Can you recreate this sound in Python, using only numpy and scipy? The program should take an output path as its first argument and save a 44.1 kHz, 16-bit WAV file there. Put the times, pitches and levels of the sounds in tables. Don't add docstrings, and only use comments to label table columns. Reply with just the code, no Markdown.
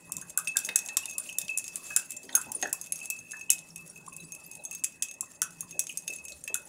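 import sys
import numpy as np
from scipy import signal
from scipy.fft import rfft, irfft
from scipy.io import wavfile
from scipy.ndimage import uniform_filter1d

SR = 44100
rng = np.random.default_rng(int(sys.argv[2]) if len(sys.argv) > 2 else 0)


def makeup_ratio(level_db):
    decades = np.asarray(level_db, float) / 20
    return 10 ** decades


def pcm_store(signal):
    levels = np.round(np.clip(np.atleast_2d(signal), -1, 1) * 32767)
    wavfile.write(sys.argv[1], SR, levels.astype(np.int16).T)


N = 294588


def evened(x):
    return x / np.sqrt(np.mean(x ** 2) + 1e-20)


def read(points, hz):
    f, value = np.transpose(points)
    return np.interp(np.log(hz + 1), np.log(f + 1), value)


def curves(rows):
    s, *columns = np.transpose(rows)
    return [np.interp(np.arange(N) / SR, s, column) for column in columns]


def add(mix, s, sound):
    part = mix[round(s * SR):][:len(sound)]
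    part += sound[:len(part)]


def ring(x, hz, t60):
    turn = np.exp(2j * np.pi * np.cumsum(hz * np.ones(len(x))) / SR)
    decay = 10 ** (-3 / (t60 * SR))
    return (turn * signal.lfilter([1], [1, -decay], x / turn)).imag


def coloured(x, points):
    gain = makeup_ratio(read(points, np.fft.rfftfreq(len(x), 1 / SR)))
    return irfft(rfft(x) * gain, len(x))


def slow(hz):
    pole = [1, -np.exp(-2 * np.pi * hz * 32 / SR)]
    coarse = rng.standard_normal(N // 32 + 2)
    coarse = signal.lfilter([1], pole, signal.lfilter([1], pole, coarse))
    return np.interp(np.arange(N) / 32, np.arange(len(coarse)), evened(coarse))


# (frequency [Hz], density [dB per Hz])
ROOM_NOISE = [(15, -66), (30, -70), (54, -16.5), (168, 0), (496, -10), (607, 0), (678, -13), (845, -4),
              (1610, -17), (2000, -12.5), (2600, -54), (4400, -120)]
# (frequency [Hz], density [dB per Hz])
MICROPHONE_HISS = [(300, 1), (2000, -29.5), (4500, -40), (9000, -10.5), (13000, -68), (16500, -15.5)]
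# (time [s], rise [dB])
SWELLS = [
    (.07, 10),
    (.67, 11),
    (2.3, 13),
    (2.62, -1.5),
    (6.6, 3.5),
]


def air():
    frames, hz = N // 256 + 5, np.fft.rfftfreq(1024, 1 / SR)
    real, imag, patches = rng.standard_normal((frames, 513, 3)).T
    patches = evened(uniform_filter1d(uniform_filter1d(patches, 8, 0), 12, 1))

    t = np.arange(frames) * 256 / SR
    swell_db = -1.0
    for s, db in SWELLS:
        swell_db = swell_db + db * np.exp(-abs(t - s) / np.where(t < s, 0.006, 0.34))
    f = hz[:, None]
    low_share = 1 / (1 + (130 / (f + 1)) ** 2)
    murmur = makeup_ratio(read(ROOM_NOISE, hz)[:, None] + 5.24 * patches + swell_db * low_share)
    hiss = makeup_ratio(read(MICROPHONE_HISS, hz))[:, None] * (f > 200)
    spectrum = (real + 1j * imag) * np.hypot(murmur, hiss)
    noise = signal.istft(spectrum, nperseg=1024, noverlap=768)[1][:N]

    hum = evened(ring(rng.standard_normal(N), 166.6, 0.2))
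    hum = hum * makeup_ratio(-9.5 + 5.5 * slow(1.0))
    rumble_hz, heave_s, heave_width_s = 71, 6.36, 0.24
    heave_db = 18 * np.exp(-((np.arange(N) / SR - heave_s) / heave_width_s) ** 2)
    rumble = evened(ring(ring(rng.standard_normal(N), rumble_hz, 0.15), rumble_hz, 0.15))
    rumble = rumble * makeup_ratio(-23 + heave_db)
    return makeup_ratio(-58.5) * coloured(evened(noise) + hum + rumble, [(25, -4), (55, 0)])


# (frequency [Hz], t60 [s])
ROOM_DECAY = [(500, 0.35), (2000, 0.3), (6000, 0.18), (12000, 0.13)]


def room(x):
    taps = np.zeros(SR // 2)
    at = np.arange(200, len(taps) - 20, 20)
    taps[at + rng.integers(0, 20, len(at))] = rng.choice([-1., 1.], len(at))
    hz, t, z = signal.stft(taps, SR, nperseg=256)
    decay = makeup_ratio(-60 * t / read(ROOM_DECAY, hz)[:, None])
    tail = signal.istft(z * decay, SR, nperseg=256)[1]
    return signal.fftconvolve(x, tail / np.linalg.norm(tail))[:N]


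# (time [s], level [dB], pitch [Hz])
KNOCKS = [
    (0.688, -44.5, 580),
    (2.242, -40.5, 252),
    (2.635, -62, 330),
    (2.465, -50.5, 644),
    (2.556, -45.5, 420),
    (2.625, -31.5, 680),
    (5.749, -48, 547),
    (6.093, -45, 533),
    (6.5, -45.5, 570),
]


def knocks():
    out, t = np.zeros(N), np.arange(6000) / SR
    for s, db, hz in KNOCKS:
        burst = evened(ring(ring(rng.standard_normal(len(t)), hz, 0.0055), hz, 0.0055))
        add(out, s, makeup_ratio(db - 5.0 - 60 * t / 0.15) * burst * (1 - np.exp(-t / 0.0019)))
    return out


# (time [s], level [dB], pitch [Hz], t60 [s])
BUBBLES = [(0.0966, -32.5, 1070, 0.01), (0.1735, -52.5, 1080, 0.042), (0.2196, -47.5, 1600, 0.026),
           (0.375, -31, 1456, 0.022), (0.5707, -36.5, 1510, 0.018), (0.6876, -22.5, 1850, 0.0093),
           (0.756, -25, 1756, 0.011), (0.8924, -48, 1780, 0.026), (0.9697, -42.5, 1080, 0.028),
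           (1.198, -57, 1490, 0.05), (1.904, -34.5, 1597, 0.023), (1.9648, -29, 1547, 0.021),
           (1.987, -41, 1410, 0.024), (2.291, -34, 1870, 0.016), (2.3682, -35.5, 1464, 0.046),
           (2.392, -46, 1450, 0.048), (2.6277, -18.5, 1800, 0.013), (2.6535, -27, 1710, 0.017),
           (2.7354, -45, 1060, 0.024), (3.3333, -33.5, 1702, 0.024), (4.076, -42, 1085, 0.025),
           (5.224, -51, 1088, 0.055), (5.4196, -26.5, 1497, 0.016), (5.6267, -55, 1145, 0.042),
           (6.4745, -41, 1800, 0.018), (6.549, -40.5, 1445, 0.034)]
# (time [s], level [dB], pitch [Hz], t60 [s],
# glide [share of pitch])
DROPLETS = [(0.387, -43.5, 1270, 0.053, 0.092), (0.417, -51, 1315, 0.03, -0.074),
            (.553, -40, 1587, 0.054, -0.1), (0.586, -45.5, 1520, 0.029, 0.11),
            (2.344, -45.5, 1470, 0.092, -0.033), (2.674, -50, 1634, .05, 0.13),
            (5.4372, -45.5, 1334, 0.047, -0.048), (2.024, -46, 2730, 0.026, 0.01),
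            (1.032, -39, 2770, 0.031, 0.0018), (1.257, -42, 2720, 0.023, 0.04),
            (1.289, -23.5, 2750, 0.012, 0.096), (2.327, -34, 3700, 0.019, -0.082),
            (2.429, -53, 2700, 0.037, 0.013), (2.996, -48, 2710, 0.037, 0.16),
            (3.495, -16.5, 2920, 0.0088, 0.019), (3.703, -38.5, 5640, 0.018, -0.047),
            (4.195, -53, 3950, 0.048, -0.037), (4.24, -57, 4800, 0.043, 0.043),
            (4.445, -56.5, 4930, 0.044, 0.046), (4.59, -64, 4000, 0.068, -0.045),
            (4.65, -50, 3540, 0.024, -0.027), (5.894, -31.5, 2735, 0.028, -0.12),
            (6.321, -30, 4180, 0.011, -0.1)]


def bubbles():
    out, t = np.zeros(N), np.arange(6000) / SR
    wobble = np.append(slow(124.0), np.zeros(len(t)))
    for s, db, hz, t60, glide in [row + (.035,) for row in BUBBLES] + DROPLETS:
        course = 2 * np.minimum(t / (0.37 * t60), 1) - 1
        pitch = hz * (1 + glide * course + 0.024 * wobble[round(s * SR):][:len(t)])
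        gulp = np.sin(2 * np.pi * np.cumsum(pitch) / SR) * makeup_ratio(-60 * t / max(t60, .008))
        splash = evened(ring(ring(rng.standard_normal(len(t)), hz, 0.0054), hz, 0.0057))
        splash = splash * makeup_ratio(-11.0 - 60 * t / (1.88 * t60))
        splash = splash * min(1, (1800 / hz) ** 2)
        add(out, s, makeup_ratio(db + 9.0) * (gulp + splash) * (1 - np.exp(-t / 0.003)) ** 2)
    return out * (1 + 0.14 * slow(290.0))


def liquid():
    return coloured(bubbles() + knocks(), [(60, -42), (200, 4.0)])


# (time [s], blow [dB], upper wall ring [dB], dull part [dB])
CLINKS = [(0.214, -22.5, -35, -23), (0.2966, -25.5, -45, -30), (0.473, -20.5, -48, -12),
          (0.6894, -21.5, -67, -2.5), (0.8869, -22, -35, -10), (1.056, -15.5, -40, -17.5),
          (1.4816, -25.5, -60, -11), (1.6412, -24, -37, -15), (2.2918, -39, -70, 8),
          (2.4144, -20, -38.5, -34), (2.5184, -13.5, -55, -31), (2.626, -19.5, -25.5, -9.5),
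          (2.7285, -5, -40, -27), (2.8134, -21.5, -37.5, -39), (2.922, -9, -30, -30.5),
          (3.1896, -37, -40, -34), (3.4108, -33, -39.5, -19), (3.583, -33, -37, -12),
          (4.165, -22, -50, -28), (4.321, -23.5, -34.5, -23), (4.6511, -22, -30.5, -42),
          (4.711, -23, -42, -27), (5.112, -27, -38.5, -19), (5.2083, -12, -45, -34), (5.607, -17, -36, -51),
          (5.7094, -30, -35, -14), (5.8688, -25, -37.5, -12), (5.9733, -15.5, -32, -32),
          (6.0786, -16.5, -31, -22), (6.4773, -22, -39, -11)]
# (time [s], blow [dB], upper wall ring [dB], bounce gap [ms], bounce loss [dB])
BOUNCING = [(0.12, -14, -61, 18, -19), (.167, -17.5, -49, 15.4, -9), (0.375, -4, -42, 12.7, -9),
            (0.5689, -1, -36, 19, -15), (0.6485, -20, -35.5, 10.3, -1), (0.7587, 0.5, -50, 7.8, -26),
            (0.9694, -4, -35, 5.6, -16), (1.0888, -31, -41, 8, 4), (1.1816, -11.5, -60, 4.1, -11),
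            (1.3849, -8, -48, 14, -25), (1.5748, -8, -44, 9.5, -4), (1.7571, -15.5, -59, 11, -13),
            (1.963, -2.5, -41, 7.9, -5.5), (2.106, -15, -43, 13, -7.5), (2.352, 0.5, -18, 14.3, -14),
            (2.5515, -31, -68, 12, -1), (3.1011, -9.5, -65, 4.9, -9), (3.31, -29.5, -42.5, 7.8, 5),
            (3.5026, -0.7, -18, 13.4, -10), (4.8384, -11, -30.5, 5.27, 4.5), (5.023, -10, -25, 9, -7),
            (5.418, -4, -28.5, 11, -9), (5.7932, -4.5, -26.5, 6, -11), (6.543, -6, -30, 12.6, -12.5)]
# (time [s], blow [dB])
TICKS = [(0.093, -37), (.7889, -16.5), (0.851, -32), (.8756, -28), (1.3265, -26.5), (1.4147, -20.5),
         (1.6792, -22.5), (2.1662, -26), (2.6148, -25), (2.8605, -30), (2.9578, -22.5), (3.056, -22.5),
         (3.5312, -18), (3.7596, -22.5), (3.779, -30), (3.862, -36), (4.0637, -34), (4.1285, -33),
         (1.297, -29), (4.349, -28), (1.272, -31), (4.5137, -27.5), (4.5523, -27.5), (4.728, -27),
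         (4.7492, -20), (5.893, -26), (6.135, -25.5), (6.2515, -23.5), (6.2947, -33), (6.439, -22),
         (.454, -36), (.559, -34), (.749, -49), (.8604, -24), (.933, -37), (2.34, -37), (2.496, -46),
         (2.869, -32), (3.03, -28), (3.049, -33), (3.3, -40), (3.59, -27), (4.476, -44), (4.638, -34),
         (5.241, -43), (5.313, -39), (5.348, -42), (5.506, -35), (5.523, -42), (5.838, -30), (5.916, -34),
         (6.022, -35), (6.072, -37), (6.102, -29), (6.109, -31), (6.126, -32), (6.329, -35), (6.376, -52),
         (6.485, -42), (6.618, -38)]
# (time [s], blow [dB])
GRAZES = [(0.2024, -44), (0.2264, -57), (0.3024, -21.5), (0.4464, -28), (0.4813, -20), (0.6674, -23),
          (0.7784, -29), (1.1104, -18), (1.1354, -39), (1.2569, -40), (1.2905, -29), (1.4481, -30),
          (1.4924, -32), (1.4994, -24.5), (1.5954, -22), (1.8427, -34), (1.9036, -26.5), (2.2313, -31),
          (2.2508, -32), (2.3261, -33), (2.6005, -41), (2.6728, -26.5), (2.6944, -31), (2.8404, -28),
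          (2.9896, -25), (3.0024, -24.5), (3.2034, -42), (3.3682, -29), (3.3942, -28), (3.688, -35),
          (3.8764, -28), (3.9464, -47), (3.9584, -33), (3.9764, -32), (4.1354, -28), (4.2028, -29),
          (4.2388, -33), (4.4474, -34), (4.4653, -39), (4.5336, -32), (4.7945, -34), (4.9214, -33),
          (4.9427, -40), (5.0853, -25), (5.1397, -28), (5.2589, -36), (5.3354, -40), (5.9044, -28),
          (5.9249, -27), (6.1624, -27), (6.1854, -33), (6.2824, -24), (6.3034, -28), (6.32, -25.5)]


def blows():
    tick_ring_db, tick_dull_db, dull_db = -18, -25.5, -26.5
    rows = list(CLINKS)
    rows += [(s, db, db + tick_ring_db, tick_dull_db) for s, db in TICKS]
    rows += [(s, db - 4.8, db + tick_ring_db, tick_dull_db) for s, db in GRAZES]
    for s, db, ring_db, gap_ms, loss_db in BOUNCING:
        for gaps, loss in [(0, 0), (1, loss_db), (1.7, loss_db - 12.5)]:
            rows.append((s + gaps * gap_ms / 1000, db + loss, ring_db + loss, dull_db))
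    return rows


def strikes(rows, level_db):
    train = np.zeros(N)
    train[np.round(np.array(rows)[:, 0] * SR).astype(int)] = makeup_ratio(level_db)
    return train


def lift_db(t):
    firm = [s for s, db, *_ in CLINKS + BOUNCING + TICKS if db > -15]
    firm = np.sort(firm + [99.])
    return -19 * np.exp((t - firm[np.searchsorted(firm, t)]) / 0.02)


# (time [s], drag [dB], wall hum [dB])
DRAG = [(0.0, -58, -54.5), (.46, -57.5, -55), (.61, -46, -43.5), (.91, -54, -45.5), (1.11, -47, -45.5),
        (1.56, -49.5, -61), (1.73, -47, -52), (1.99, -41.5, -49.5), (2.18, -59.5, -53), (2.38, -45.5, -59),
        (3.39, -56.5, -44.5), (3.79, -56.5, -66), (4.3, -57, -54), (5.0, -58, -52), (5.45, -58, -60),
        (5.71, -53, -54), (6.22, -56.5, -58), (6.68, -58, -94)]
# (frequency [Hz], level [dB], t60 [s])
ROD = [(3617, -16.5, 0.061), (5057, -7, 0.019), (5733, -8, 0.069), (7470, 5.5, 0.014), (7970, 9, 0.0043),
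       (9030, -3, 0.025), (9523, 7, 0.01), (9950, 4, 0.012), (10536, -3, 0.022), (11440, -10.5, 0.019),
       (12050, -10.5, 0.016), (13330, -11, 0.011), (14100, -13.5, 0.012), (15500, -18, 0.024)]
# (frequency [Hz], level [dB])
CRACK = [(470, 3), (800, 7), (1340, -18.5), (2130, -11), (2730, -13), (5110, 0), (7170, 3.5), (9570, 2),
         (14500, -16), (16000, -78)]


def drag():
    ticks = makeup_ratio(2.6 * np.minimum(rng.exponential(1, N), 4))
    ticks = ticks * (rng.random(N) < 5000. / SR)
    ticks = ticks * rng.choice([-1, 1], N) * makeup_ratio(1.8 * slow(19.0))
    tone = np.zeros(N)
    for hz, db, t60 in ROD:
        push = ticks * makeup_ratio(7.0 * slow(24.0))
        tone += makeup_ratio(db) * ring(push, hz * (1 + 0.008 * slow(4.6)), 0.55 * t60)
    rasp = coloured(rng.standard_normal(N) * makeup_ratio(2.5 * slow(12.)), CRACK)
    level_db = curves(DRAG)[0] - 1.9 + lift_db(np.arange(N) / SR)
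    return makeup_ratio(level_db) * evened(evened(tone) + 0.18 * evened(rasp))


# (time [s], level [dB], pitch [Hz])
GLINTS = [(0.477, -34.5, 8720), (1.195, -38, 9470), (2.163, -37, 7340), (2.547, -26, 9510),
          (3.865, -51, 9900), (3.896, -44, 9570), (4.075, -45, 9460), (4.08, -50, 7300), (3.632, -56, 7250),
          (3.89, -53, 5650), (4.095, -50, 9600), (4.199, -49, 9560), (4.244, -51, 10050),
          (4.285, -58, 9550), (4.335, -50, 10800), (4.36, -56, 10500), (6.155, -45, 9900),
          (6.57, -46, 9760), (2.371, -32, 9420), (4.245, -50, 7960), (4.265, -59, 9650), (4.436, -50, 9900),
          (4.46, -49.5, 12050), (4.635, -44, 9880), (5.351, -56, 7350), (6.235, -52, 9840),
          (6.235, -53, 7160), (6.35, -55, 9660), (6.65, -51, 9800)]


def glints():
    out, t = np.zeros(N), np.arange(3000) / SR
    swell = (1 - np.exp(-t / 0.0033)) ** 2 * np.exp(-t / 0.0052)
    for s, db, hz in GLINTS:
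        noise = rng.standard_normal(len(t))
        squeal = evened(ring(ring(noise, hz, 0.013), hz, 0.013))
        add(out, s, makeup_ratio(db + 15.0) * swell * squeal)
    return out


# (time [s], share of the higher twin [0-1])
PLACE = [
    (0, 0.03),
    (1, 0.2),
    (2, 1),
    (3, 0.9),
    (4, 0.55),
    (5, 0.83),
    (6, 0),
    (6.7, 0.7),
]
# (frequency [Hz], t60 [s])
WALL = [(2576, 0.25), (2613, 0.25)]
# (frequency [Hz], level [dB], t60 [s])
UPPER = [(6468, 0, .09), (6625, -7, .08)]
# (time [s], level [dB], share of the higher twin [0-1])
RINGS = [(0.119, -52, 1), (0.472, -25, 0.73), (0.69, -32, 0.06), (0.887, -34.5, 0.96), (0.97, -33, 0.95),
         (1.081, -40, 0.7), (1.098, -39.5, 0.7), (1.293, -37, 0.73), (1.352, -43, 0.5), (1.413, -38.5, 0),
         (1.4921, -25.5, 0.72), (1.548, -35.5, 0.2), (1.64, -43, 0.5), (1.6794, -41.5, 0.8),
         (1.904, -33, 0), (1.9651, -32.5, 0.9), (2.3545, -35, 0.4), (2.442, -45.5, 0.3),
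         (2.6307, -36.5, 0.24), (2.727, -52, 0.2), (2.863, -48.5, 0.2), (3.0133, -34.5, 0.9),
         (3.103, -31, 0.65), (3.3148, -39.5, 1), (3.41, -36, 0.7), (3.5017, -27.5, 0.24), (3.759, -41.5, 0),
         (3.784, -42.5, 1), (3.96, -43.5, 0.27), (4.1224, -43.5, 0.3), (4.18, -43.5, 0), (4.3219, -40, 0),
         (4.5075, -45.5, 0), (4.574, -53, 0), (4.7139, -40, 0.67), (4.8385, -40, 0), (5.026, -36, 0.2),
         (5.0885, -43, 0.86), (5.419, -46, 1), (5.725, -43, 0.2), (5.794, -40, 0), (5.975, -45.5, 0),
         (6.0771, -36, 0.74), (6.103, -31.5, 0.78), (6.185, -41, 0), (6.2536, -42.5, 0.2), (6.295, -41, 0),
         (6.476, -33, 0.8), (6.542, -34, 0)]


def wall():
    drag_db, hum_db = curves(DRAG)
    hits = np.array(blows())
    low = strikes(hits, hits[:, 1] - 35.5) + makeup_ratio(hum_db - 29.5) * rng.standard_normal(N)
    high = strikes(hits, hits[:, 2] - 1.5) + makeup_ratio(drag_db - 36.0) * rng.standard_normal(N)

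    share = np.clip(curves(PLACE)[0] + .12 * slow(5.), .15, .85)
    parts = np.sqrt([1 - share, share])
    _, ring_db, side = np.transpose(RINGS)
    side = np.clip(side, .02, .98)
    out = np.zeros(N)
    for (hz, t60), part, power in zip(WALL, parts, (1 - side, side)):
        square = strikes(RINGS, ring_db + 1.87 + 10 * np.log10(power))
        out += ring(low * part + square, hz * (1 + .001 * slow(7.)), t60)
    out = ring(out, 2635, 0.013) / 50.5

    for hz, db, t60 in UPPER:
        twin = ring(high * makeup_ratio(2.2 * slow(9.)), hz * (1 + .0022 * slow(6.)), t60)
        out = out + makeup_ratio(db + 3.5 * slow(60.)) * twin
    return out


def clinks():
    out, t = np.zeros(N), np.arange(2048) / SR
    hz, db, t60 = np.transpose(ROD)[:, :, None]
    t60 = np.minimum(t60, .03)
    for s, blow_db, _, dull_db in blows():
        share, detune, phase = rng.standard_normal((3, len(ROD), 1))
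        noise = rng.standard_normal(len(t))
        bright_db = -10 + 0.068 * blow_db + 1.5 * np.tanh(noise[0])
        glance = 1 / (1 + makeup_ratio(blow_db + 24.0))

        tilt = [(1200, dull_db + 16.0), (2800, dull_db + 30.5), (4500, dull_db + 15.5),
                (6500, 0.032), (10500, 0.0093), (12500, bright_db + 16.0)]
        tilt = [(f, gain + 4.5 * np.tanh(z)) for (f, gain), z in zip(tilt, noise[1:])]

        modes = np.sin(2 * np.pi * hz * (1 + .009 * detune) * t + phase)
        modes = modes * makeup_ratio(db + 7.1 * np.tanh(share) - 60 * t / t60)
        crack = evened(coloured(noise, CRACK)) * makeup_ratio(-2.0 - 60 * t / (0.017 + 0.024 * glance))
        blow = coloured(0.57 * modes.sum(0) + crack, tilt)
        rise_s = 0.00026 + 0.00024 * glance
        blow = blow * (1 - np.exp(-t / rise_s)) * np.cos(np.pi / 2 * t / t[-1])
        add(out, s, makeup_ratio(blow_db - 2.5) * blow / abs(np.diff(blow)).max())
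    return coloured(out, [(80, -70), (500, -31), (1400, 0.5)])


def scene():
    glass, wet = clinks() + glints(), liquid()
    direct = glass + wall() + drag() + wet
    return (direct + room(makeup_ratio(-10.5) * (glass + wet)) + air())[None]


def roll_off(x):
    return signal.sosfilt(signal.butter(12, 16840, fs=SR, output="sos"), x)


def record(dry):
    edge = signal.firwin(255, 15750, window=("kaiser", 7), fs=SR)
    x = signal.oaconvolve(dry, edge[None], "same")
    x = x + .03 * (dry - x)
    return roll_off(x)


dry = scene()
out = record(dry)
pcm_store(out)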